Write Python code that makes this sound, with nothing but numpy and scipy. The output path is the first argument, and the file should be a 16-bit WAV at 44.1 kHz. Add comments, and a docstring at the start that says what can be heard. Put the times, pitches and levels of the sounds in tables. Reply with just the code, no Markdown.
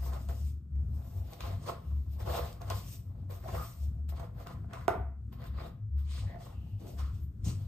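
"""Brushing long hair in a bathroom

A hollow plastic hairbrush is pulled through long hair, close by. Hair slips over the bristles, shaking their
pad and hissing at their tips. Snags click and knock the hollow brush body, and the tiled walls echo. Behind it
all, the ventilation rumbles and booms at two wavering room tones."""
import sys
import numpy as np
from scipy import signal
from scipy.fft import rfft, irfft, next_fast_len
from scipy.io import wavfile
from scipy.ndimage import uniform_filter1d, map_coordinates

SR = 44100
rng = np.random.default_rng(int(sys.argv[2]) if len(sys.argv) > 2 else 0)


def to_wav(sig):
    """Store sig (one row per channel, or 1-D mono) as 16-bit WAV at the path in sys.argv[1].

    Samples outside -1..1 are clipped; the rate is SR.
    """
    pcm = np.clip(np.atleast_2d(sig), -1, 1) * 32767
    pcm = np.round(pcm).astype(np.int16)
    wavfile.write(sys.argv[1], SR, pcm.T)  # frames by channels


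N = 338247


def amp(db):
    """Turn decibels into a number to multiply a sound by."""
    return 10 ** (np.asarray(db) / 20)


def unit(x):
    """Scale x to an average (rms) level of 1."""
    return x / np.sqrt(np.mean(x ** 2) + 1e-20)


def along(points, hz):
    """Read between the rows of a (frequency, value, ...) table, on a log frequency scale."""
    row_hz, *columns = np.transpose(points)
    return np.squeeze([np.interp(np.log(hz + 1), np.log(row_hz + 1), column) for column in columns])


def filtered(x, response):
    """Multiply each frequency in x by response(hz)."""
    size = next_fast_len(N + SR // 2)
    return irfft(rfft(x, size) * response(np.fft.rfftfreq(size, 1 / SR)), size)[..., :N]


def coloured(x, spectrum):
    """Shape the tone of x with a (frequency, level) table."""
    return filtered(x, lambda hz: amp(along(spectrum, hz)))


def ring(x, modes):
    """Let x shake an object that rings at its own frequencies (modes); narrow ones ring longer."""
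    return filtered(x, lambda hz: sum(
        (-1) ** k * amp(db) * 1j * hz * width / (centre ** 2 - hz ** 2 + 1j * hz * width)
        for k, (centre, width, db) in enumerate(modes)))


def from_peak(t, peak_s, rise_s, fall_s):
    """Distance from a peak, counted in rise times before it and fall times after it."""
    return np.where(t < peak_s, (peak_s - t) / rise_s, (t - peak_s) / fall_s)


def flutter(rate, depth_db):
    """A gain that glides through `rate` random values a second."""
    knots = rng.standard_normal(int(N * rate / SR) + 4)
    return amp(depth_db * map_coordinates(knots, [np.arange(N) * rate / SR]))


def ventilation():
    """Low noise from the ventilation, swelling at two room tones near 70 and 97 Hz."""
    # tone of the rumble: (frequency [Hz], level [dB])
    spectrum = [(12, -67.5), (20, -39), (37, -22), (54, -6.5), (76, -12), (103, -7.5), (175, -19),
                (245, -26.5), (306, -32), (342, -35), (581, -50.5), (881, -61), (1300, -53.5),
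                (2150, -67.5), (15500, -72.5)]
    # swells of the room tones: (peak time [s], pitch [Hz], level [dB], rise [s], fall [s])
    booms = [(.07, 66.1, -34, 0.14, 0.13), (.31, 69.9, -34.5, 0.045, 0.043),
             (.45, 72.26, -33.5, 0.056, 0.11), (.795, 69.5, -29, 0.055, 0.043), (.88, 91, -35, 0.019, .04),
             (.97, 72.5, -34.5, 0.083, 0.036), (1.19, 93.2, -35.5, 0.042, 0.035),
             (1.23, 71.05, -38, 0.054, .04), (1.46, 64.5, -40.5, 0.022, .03),
             (1.5, 96.3, -35, 0.033, 0.072), (1.97, 71.1, -30.5, 0.079, 0.058),
             (2.09, 71.86, -35, 0.034, 0.13), (2.25, 97, -36.5, 0.023, 0.033),
             (2.31, 72, -35.5, 0.045, 0.036), (2.44, 72, -39, .04, 0.031), (2.7, 97.8, -37, 0.034, 0.11),
             (2.71, 68, -41, .04, .04), (3.085, 92.6, -36.5, 0.021, 0.026), (3.285, 94, -39, 0.065, 0.088),
             (3.55, 94.2, -37, 0.026, 0.026), (3.59, 66.5, -38, .04, 0.038), (3.855, 71.1, -31, 0.046, .07),
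             (4.0, 72, -35, 0.045, 0.053), (4.12, 73, -34.5, 0.043, 0.055),
             (4.628, 70, -40.5, 0.021, 0.026), (4.635, 99.7, -43, 0.041, 0.023),
             (4.919, 67.6, -40.5, .022, 0.019), (5.003, 98, -40, .02, 0.029), (5.065, 68.9, -35, .07, .06),
             (5.22, 68.5, -42, 0.051, 0.094), (5.559, 68.6, -37, 0.047, .07),
             (5.839, 104.8, -36.5, .026, 0.044), (5.965, 70.5, -29.5, 0.044, 0.05),
             (6.1, 71.5, -35.5, .07, 0.088), (6.239, 65, -34.5, 0.045, 0.022),
             (6.268, 99, -34, .034, 0.028), (6.583, 68.8, -42, .04, 0.067), (6.698, 68.9, -43, 0.051, .038),
             (6.754, 100.5, -34, 0.031, 0.029), (7.04, 70, -31.5, 0.052, 0.068),
             (7.148, 95, -35.5, 0.013, 0.025), (7.242, 72.4, -36.5, 0.031, 0.048),
             (7.467, 67, -34.3, 0.032, 0.031), (7.479, 97.1, -33.5, 0.067, 0.028),
             (7.573, 97.3, -35, 0.034, .06)]
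    drop_db = 5.5  # lost over one rise or fall time
    t = np.arange(N) / SR
    out = amp(-44) * flutter(7.4, depth_db=2.5) * unit(coloured(rng.standard_normal((2, N)), spectrum))
    for peak_s, hz, db, rise_s, fall_s in booms:
        span = slice(max(round((peak_s - 4 * rise_s) * SR), 0), round((peak_s + 4 * fall_s) * SR))
        swell = amp(db - drop_db * from_peak(t[span], peak_s, rise_s, fall_s) ** 2)
        out[0, span] += np.sqrt(2) * swell * np.sin(2 * np.pi * hz * t[span])
    return out


def tile_echo(x):
    """The tiled room answers x with an echo in which each frequency fades at its own speed."""
    # length of the echo: (frequency [Hz], time to fade by 60 dB [s])
    fade_times = [(250, 0.42), (700, 0.39), (2000, 0.45), (4000, 0.3), (7000, 0.2), (12000, 0.34)]
    hz, t, noise = signal.stft(rng.standard_normal((2, SR // 2)), SR, nperseg=256)
    tail = signal.istft(noise * amp(-60 * t / along(fade_times, hz)[:, None]), SR, nperseg=256)[1]
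    delayed = np.pad(x, ((0, 0), (150, 0)))
    return signal.fftconvolve(delayed, tail / np.linalg.norm(tail[0]), axes=1)[:, :N]


def handling_scrapes():
    """Handling makes scrapes and thuds: noise in one band, quick to rise and slower to fade."""
    # scrapes and thuds: (start [s], length [s], frequency [Hz], width [Hz], level [dB])
    scrapes = [(.01, 0.23, 153, 80, -52), (3.444, 0.094, 690, 111, -44), (3.573, .08, 1190, 269.4, -43),
               (1.836, 0.13, 2800, 326, -77), (6.26, .12, 1880, 450, -59.5),
               (6.312, 0.14, 682, 55.6, -53.5), (6.509, 0.32, 2820, 500, -72), (6.8, .2, 276.2, 214, -50),
               (6.893, 0.035, 651, 110.6, -54.5), (6.992, 0.16, 1310, 148.7, -66), (7.45, .1, 139, 92, -34),
               (7.436, .1, 262, 129.6, -50), (7.446, 0.094, 6300, 1390, -55)]
    out = np.zeros((2, N + SR))
    for start_s, length_s, hz, width_hz, db in scrapes:
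        count = round(length_s * SR)
        progress = np.arange(count) / (length_s * SR)
        envelope = np.minimum(8 * progress, 1) * np.sqrt(1 - progress)
        edges_hz = [max(hz - width_hz / 2, 20), hz + width_hz / 2]
        band = signal.butter(2, edges_hz, "band", fs=SR, output="sos")
        rub = unit(signal.sosfilt(band, rng.standard_normal((2, SR // 2))))[:, -count:]
        out[:, round(start_s * SR):][:, :count] += amp(db) * rub * envelope
    return out[:, :N]


def hair_snags():
    """Each snag makes a short click and a soft blow that rings the hollow back of the brush."""
    # snags and bumps: (time [s], relative click level [dB], relative knock level [dB], click pitch [Hz])
    snags = [(0.1327, -47, -50, 3090), (0.2864, -48, -49, 3060), (0.7545, -61.5, -77, 2500),
             (1.3325, -42.5, -60, 3880), (1.405, -38.5, -56, 2950), (2.2015, -52, -52, 2970),
             (2.259, -52.5, -54, 2760), (2.527, -47, -66, 5256), (2.616, -42, -48, 2953),
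             (2.6995, -31.5, -40, 4870), (3.3074, -54.5, -53, 3090), (3.4383, -60, -53, 3330),
             (3.481, -49.5, -49, 2620), (4.0894, -50.5, -64, 2730), (4.1949, -52, -45, 5000),
             (4.3994, -54, -51.5, 2690), (4.4692, -44.5, -46.5, 2880), (4.6409, -77, -54, 2501),
             (4.7326, -42, -54.5, 2580), (4.8785, -30, -17.5, 2505), (5.3263, -58.5, -60, 2590),
             (5.4168, -54.5, -58.5, 3060), (5.4396, -52.5, -58.5, 4683), (6.3559, -64, -51, 2770),
             (6.8679, -55.5, -54.5, 3500), (6.991, -62.5, -49.5, 2880), (7.443, -50.5, -63, 3974)]
    # ringing of the hollow back: (frequency [Hz], width [Hz], level [dB])
    back_modes = [(302, 210, -8), (398, 60, 3), (690, 66, 10), (750, 190, -0.5), (870, 21, 2),
                  (985, 88, -3), (1190, 84, -3), (1370, 70, -3), (1495, 42, -2.5), (2070, 600, -15),
                  (3200, 1800, -23.5)]
    clicks, blows = np.zeros((2, N + SR)), np.zeros(N)
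    t = np.arange(SR // 20) / SR
    for time_s, click_db, knock_db, hz in snags:
        at = round((time_s + .0018) * SR)  # the peak comes just after the first contact
        snap = amp(-60 * t / 0.006) * rng.standard_normal((2, len(t)))  # fades by 60 dB in 6 ms
        click = signal.lfilter(*signal.iirpeak(hz, Q=1.2, fs=SR), snap) + 0.28 * snap
        clicks[:, at:][:, :len(t)] += amp(click_db + 5.5) * click / np.abs(click).max()
        blows[at] = amp(knock_db + 39)
    soft_blows = filtered(blows, lambda hz: (2000 / (2000 + 1j * hz)) ** 2)  # each lasts under 1 ms
    return clicks[:, :N] + ring(soft_blows, back_modes) * [[1], [-.6]]


def hair_slips(rate, spread_db, rubbing):
    """Two streams of tiny slips of uneven size, about `rate` a second, over finer rubbing noise."""
    when = rng.random((2, N)) < rate / SR
    size = amp(spread_db * rng.standard_normal((2, N))) * rng.choice([-1, 1], size=(2, N))
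    return unit(unit(when * size) + rubbing * rng.standard_normal((2, N)))


def patchy(x, depth_db):
    """Patches of the sound grow louder and softer as other bristles and strands take over."""
    spectra = signal.stft(x, nperseg=256)[2]
    patches = uniform_filter1d(rng.standard_normal(spectra.shape[1:]), size=3, axis=0)  # over frequency
    patches = uniform_filter1d(patches, size=8, axis=1)  # over time
    return signal.istft(spectra * amp(depth_db * unit(patches)), nperseg=256)[1][:, :N]


def brush_strokes():
    """Coarse slips shake the bristle pad; fine slips and scattered ticks hiss at the bristle tips."""
    # pulls through the hair, with relative levels: (peak time [s], rise [s], fall [s], low pad [dB],
    # high pad above low pad [dB], hiss [dB], fizz above hiss [dB], sheen [dB])
    strokes = [ (0.07, 0.13, .1, -49, -5, -64.5, 2, -58.5),
               (0.138, 0.024, 0.076, -44.5, -2, -64, -1.5, -63.5),
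               (0.22, .1, 0.16, -68, -3, -72.5, 2.5, -67), (0.292, .015, 0.12, -50, -7.5, -65, -1, -60.5),
               (0.47, 0.34, 0.09, -81, -4.5, -71, 5, -65.5),
               (0.8, 0.059, 0.063, -68, -13.5, -94.5, 6, -101),
               (1.02, 0.19, 0.51, -62, -6, -80.5, 2.5, -70.5),
               (1.18, 0.22, 0.15, -60.5, -13, -76.5, 2, -66),
               (1.33, 0.12, 0.087, -59.5, -4, -65.5, -5.5, -64),
               (1.408, 0.0073, 0.11, -56.5, 9.5, -59, -15, -65.5),
               (1.456, .08, 0.17, -47, -3.5, -60, -5, -62), (1.64, 0.056, 0.055, -55.5, -4, -66, 2, -69),
               (1.668, 0.017, 0.094, -47.5, 3.5, -56, -3.5, -61.5),
               (1.692, .03, 0.061, -37.5, -12, -51.5, -5.5, -57), (1.88, .2, 0.28, -66, -4, -80, 0, -74),
               (2.136, .15, 0.078, -79, -3, -77, -1, -68.5),
               (2.204, 0.022, 0.067, -51.5, -5, -68.5, 0, -63.5),
               (2.263, .015, 0.26, -42, -5, -58.5, -5, -57),
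               (2.372, 0.14, 0.089, -36, -6.5, -52, -4.5, -51.5),
               (2.45, 0.12, 0.12, -60, 3.5, -60.5, -4, -61),
               (2.614, 0.013, 0.081, -50.5, -1, -75, 6.5, -63.5),
               (2.685, .04, 0.033, -49, -6, -67, -3, -67),
               (2.704, .008, 0.056, -38.5, -4, -50.5, -15, -60.5),
               (2.78, 0.11, 0.13, -62.5, 1, -59.5, 0.3, -56.5), (2.885, .03, 0.14, -71, -3, -67, 6.5, -59),
               (2.94, 0.15, .11, -70.5, -1.5, -68.5, 4, -59),
               (3.18, 0.28, 0.21, -67, -7.5, -88, -10, -87.5),
               (3.307, 0.016, 0.16, -53.5, -3.5, -67, 0, -58.5),
               (3.442, .012, 0.067, -55.5, -6, -79, -2.5, -76), (3.484, .015, .1, -53, 4.5, -64, -5, -66.5),
               (3.556, 0.13, 0.11, -45, -4, -60, -4.5, -58), (3.63, 0.18, 0.19, -62.5, 0.5, -64, 3.5, -56),
               (3.85, 0.32, .07, -66.5, -16, -75.5, 4, -69), (3.976, 0.1, .08, -68, -14, -100, 2, -105),
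               (4.093, .01, .07, -56, -2.5, -67.5, -3, -62), (4.17, 0.043, .05, -55, 0, -67.5, -6, -77),
               (4.2, .012, .05, -54, -3, -67, -4, -71.5), (4.246, .12, 0.048, -53.5, -3.5, -69, -6.5, -71),
               (4.38, .07, 0.21, -58.5, -5, -77, -8, -71.5), (4.42, .06, 0.061, -54, -3.5, -71.5, -4, -72),
               (4.473, 0.015, 0.11, -51.5, 1, -68, -5.5, -69.5),
               (4.535, .1, .03, -60.5, -2.5, -73.5, -1.5, -77),
               (4.715, 0.039, 0.051, -55.5, -1.5, -74.5, -7, -80),
               (4.735, 0.011, 0.13, -49, 4, -64.5, -2.5, -66.5),
               (4.855, 0.038, .02, -59.5, -10.5, -78, -5, -82),
               (5.327, .01, 0.061, -61.5, -2, -71, -9.5, -69),
               (5.424, .06, 0.12, -55, -0.5, -66.5, -18, -70.5),
               (5.47, .08, 0.039, -60.5, 1, -72.5, -5.5, -71),
               (5.604, 0.088, 0.11, -49.5, -1.5, -63, -24, -77.5),
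               (5.668, 0.13, 0.046, -53.5, -5.5, -67, -6, -68.5),
               (5.992, .04, .08, -73.5, 6.5, -76.5, -3, -70), (6.12, .07, 0.14, -73.5, -3, -60.5, -6, -76),
               (6.198, 0.17, 0.1, -64, 4.5, -61.5, -3.5, -75.5),
               (6.31, .15, 0.24, -54, -11, -73.5, -17, -79.5), (6.41, 0.035, .12, -60, -4, -70, -1, -72),
               (6.47, 0.13, 0.14, -58, -6, -69.5, -3, -71.5), (6.68, 0.23, 0.3, -69, -10, -81, -3.5, -78.5),
               (6.8, .015, .15, -67, -4, -73, -4, -77.5), (6.88, 0.087, 0.19, -58.5, -12, -69, -0.5, -66),
               (6.992, 0.021, 0.12, -58, 8, -61.5, -3, -67),
               (7.15, 0.078, 0.12, -69.5, -2.5, -75.5, -1.5, -75.5),
               (7.246, 0.11, 0.063, -90, 5, -93, 4, -70.5), (7.452, 0.011, .08, -63, -4, -62.5, 6.5, -63),
               (7.485, 0.038, 0.091, -65, 3.5, -55.5, 1, -62),
               (7.612, 0.087, 0.13, -65.5, -5.5, -71, -4.5, -71.5)]
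    # low and high ringing of the bristle pad: (frequency [Hz], width [Hz], level [dB])
    low_modes = [(352.7, 55, -6), (500.4, 28.6, -0.5), (575.6, 22, 0), (680, 25, 2.5), (805, 54, -4),
                 (884, 87, -8)]
    high_modes = [(1047, 89, -2), (1269, 164, -7), (1448, 150, -9.5), (1930, 680, -18)]
    # three bands of noise from the bristle tips, lowest first: (frequency [Hz], level [dB])
    hiss_band = [(1300, -23.5), (2000, -8), (2700, -4), (3800, -2.5), (4900, -5.5), (6000, -39.5)]
    fizz_band = [(4200, -30), (5200, 0), (7000, -3), (8800, -3), (9700, -6), (10500, -9), (11400, -12),
                 (12400, -40)]
    sheen_band = [(10400, -40), (11500, -9), (12500, -2), (13800, 0), (15800, -3)]
    drop_db, roundness = 19.5, 1.174  # loss over one rise or fall time; 1 = pointed peak, 2 = rounded
    grid = np.arange(0, N, 32)  # loudness is worked out every 32 samples
    power = 0
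    for peak_s, rise_s, fall_s, low_db, high_db, hiss_db, fizz_db, sheen_db in strokes:
        levels = amp([low_db, low_db + high_db, hiss_db, hiss_db + fizz_db, sheen_db])
        swell = amp(-drop_db * from_peak(grid / SR, peak_s, rise_s, fall_s) ** roundness)
        power = power + np.outer(levels, swell) ** 2
    low, high, hiss, fizz, sheen = (np.interp(np.arange(N), grid, level) for level in np.sqrt(power))
    coarse = patchy(hair_slips(400, spread_db=3, rubbing=0.94), depth_db=2.5)
    fine = patchy(hair_slips(900, spread_db=2, rubbing=2.4), depth_db=2)
    fine += amp(-17.5) * hair_slips(30, spread_db=2, rubbing=0)  # scattered ticks
    pad = low * unit(ring(coarse, low_modes)) + high * unit(ring(coarse, high_modes))
    tips = (hiss * unit(coloured(fine, hiss_band))
            + fizz * unit(coloured(fine, fizz_band))
            + sheen * unit(coloured(fine, sheen_band)))
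    # both flutter as the hair catches and lets go
    return amp(-0.5) * flutter(60, depth_db=2) * pad + amp(2.5) * flutter(30, depth_db=1.63) * tips


def scene():
    """Brush, echo and ventilation, as two sound fields to be mixed into left and right."""
    rubbing = brush_strokes() + handling_scrapes()
    snags = hair_snags()
    echo = tile_echo(amp(-8) * rubbing + amp(-3) * snags)  # the brush is close, so the echo is weaker
    return rubbing + snags + echo + ventilation()


def record(dry):
    """Left and right share the first field, take the second with opposite signs and cut the top."""
    # the stereo image: (frequency [Hz], left-right likeness [0 to 1], left ahead by [cycles], left louder by
    # [dB])
    stereo_image = [(40, 1, 0, 2), (110, .998, 0, 2.2), (250, .93, 0, 2.5), (550, .3, -.2, 0),
                    (1200, .3, 0, -1), (4500, .25, .3, .5), (6300, .6, .2, 2), (7200, .9, .08, .5),
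                    (7600, 1, 0, 0), (8600, 1, 0, 0), (9400, .65, -.25, 0), (10150, 1, -.5, 0),
                    (11500, 1, -.5, 0), (12200, .6, -.75, 0), (12900, 1, -1, 0), (14100, 1, -1, 0),
                    (14700, .65, -1.25, 0), (15300, 1, -1.5, 0)]
    top_hz = 15760
    size = next_fast_len(N + SR // 2)
    hz = np.fft.rfftfreq(size, 1 / SR)
    likeness, lead_cycles, balance_db = along(stereo_image, hz)
    angle = np.arccos(np.clip(likeness, -1, 1)) / 2
    shared, opposed = rfft(dry, size) * [np.cos(angle), np.sin(angle)]
    shift = np.exp(1j * np.pi * lead_cycles) * amp(balance_db / 2)  # each side takes half
    left, right = (shared + opposed) * shift, (shared - opposed) / shift
    return irfft(np.array([left, right]) * (hz < top_hz), size)[:, :N]


dry = scene()
out = record(dry)
to_wav(out)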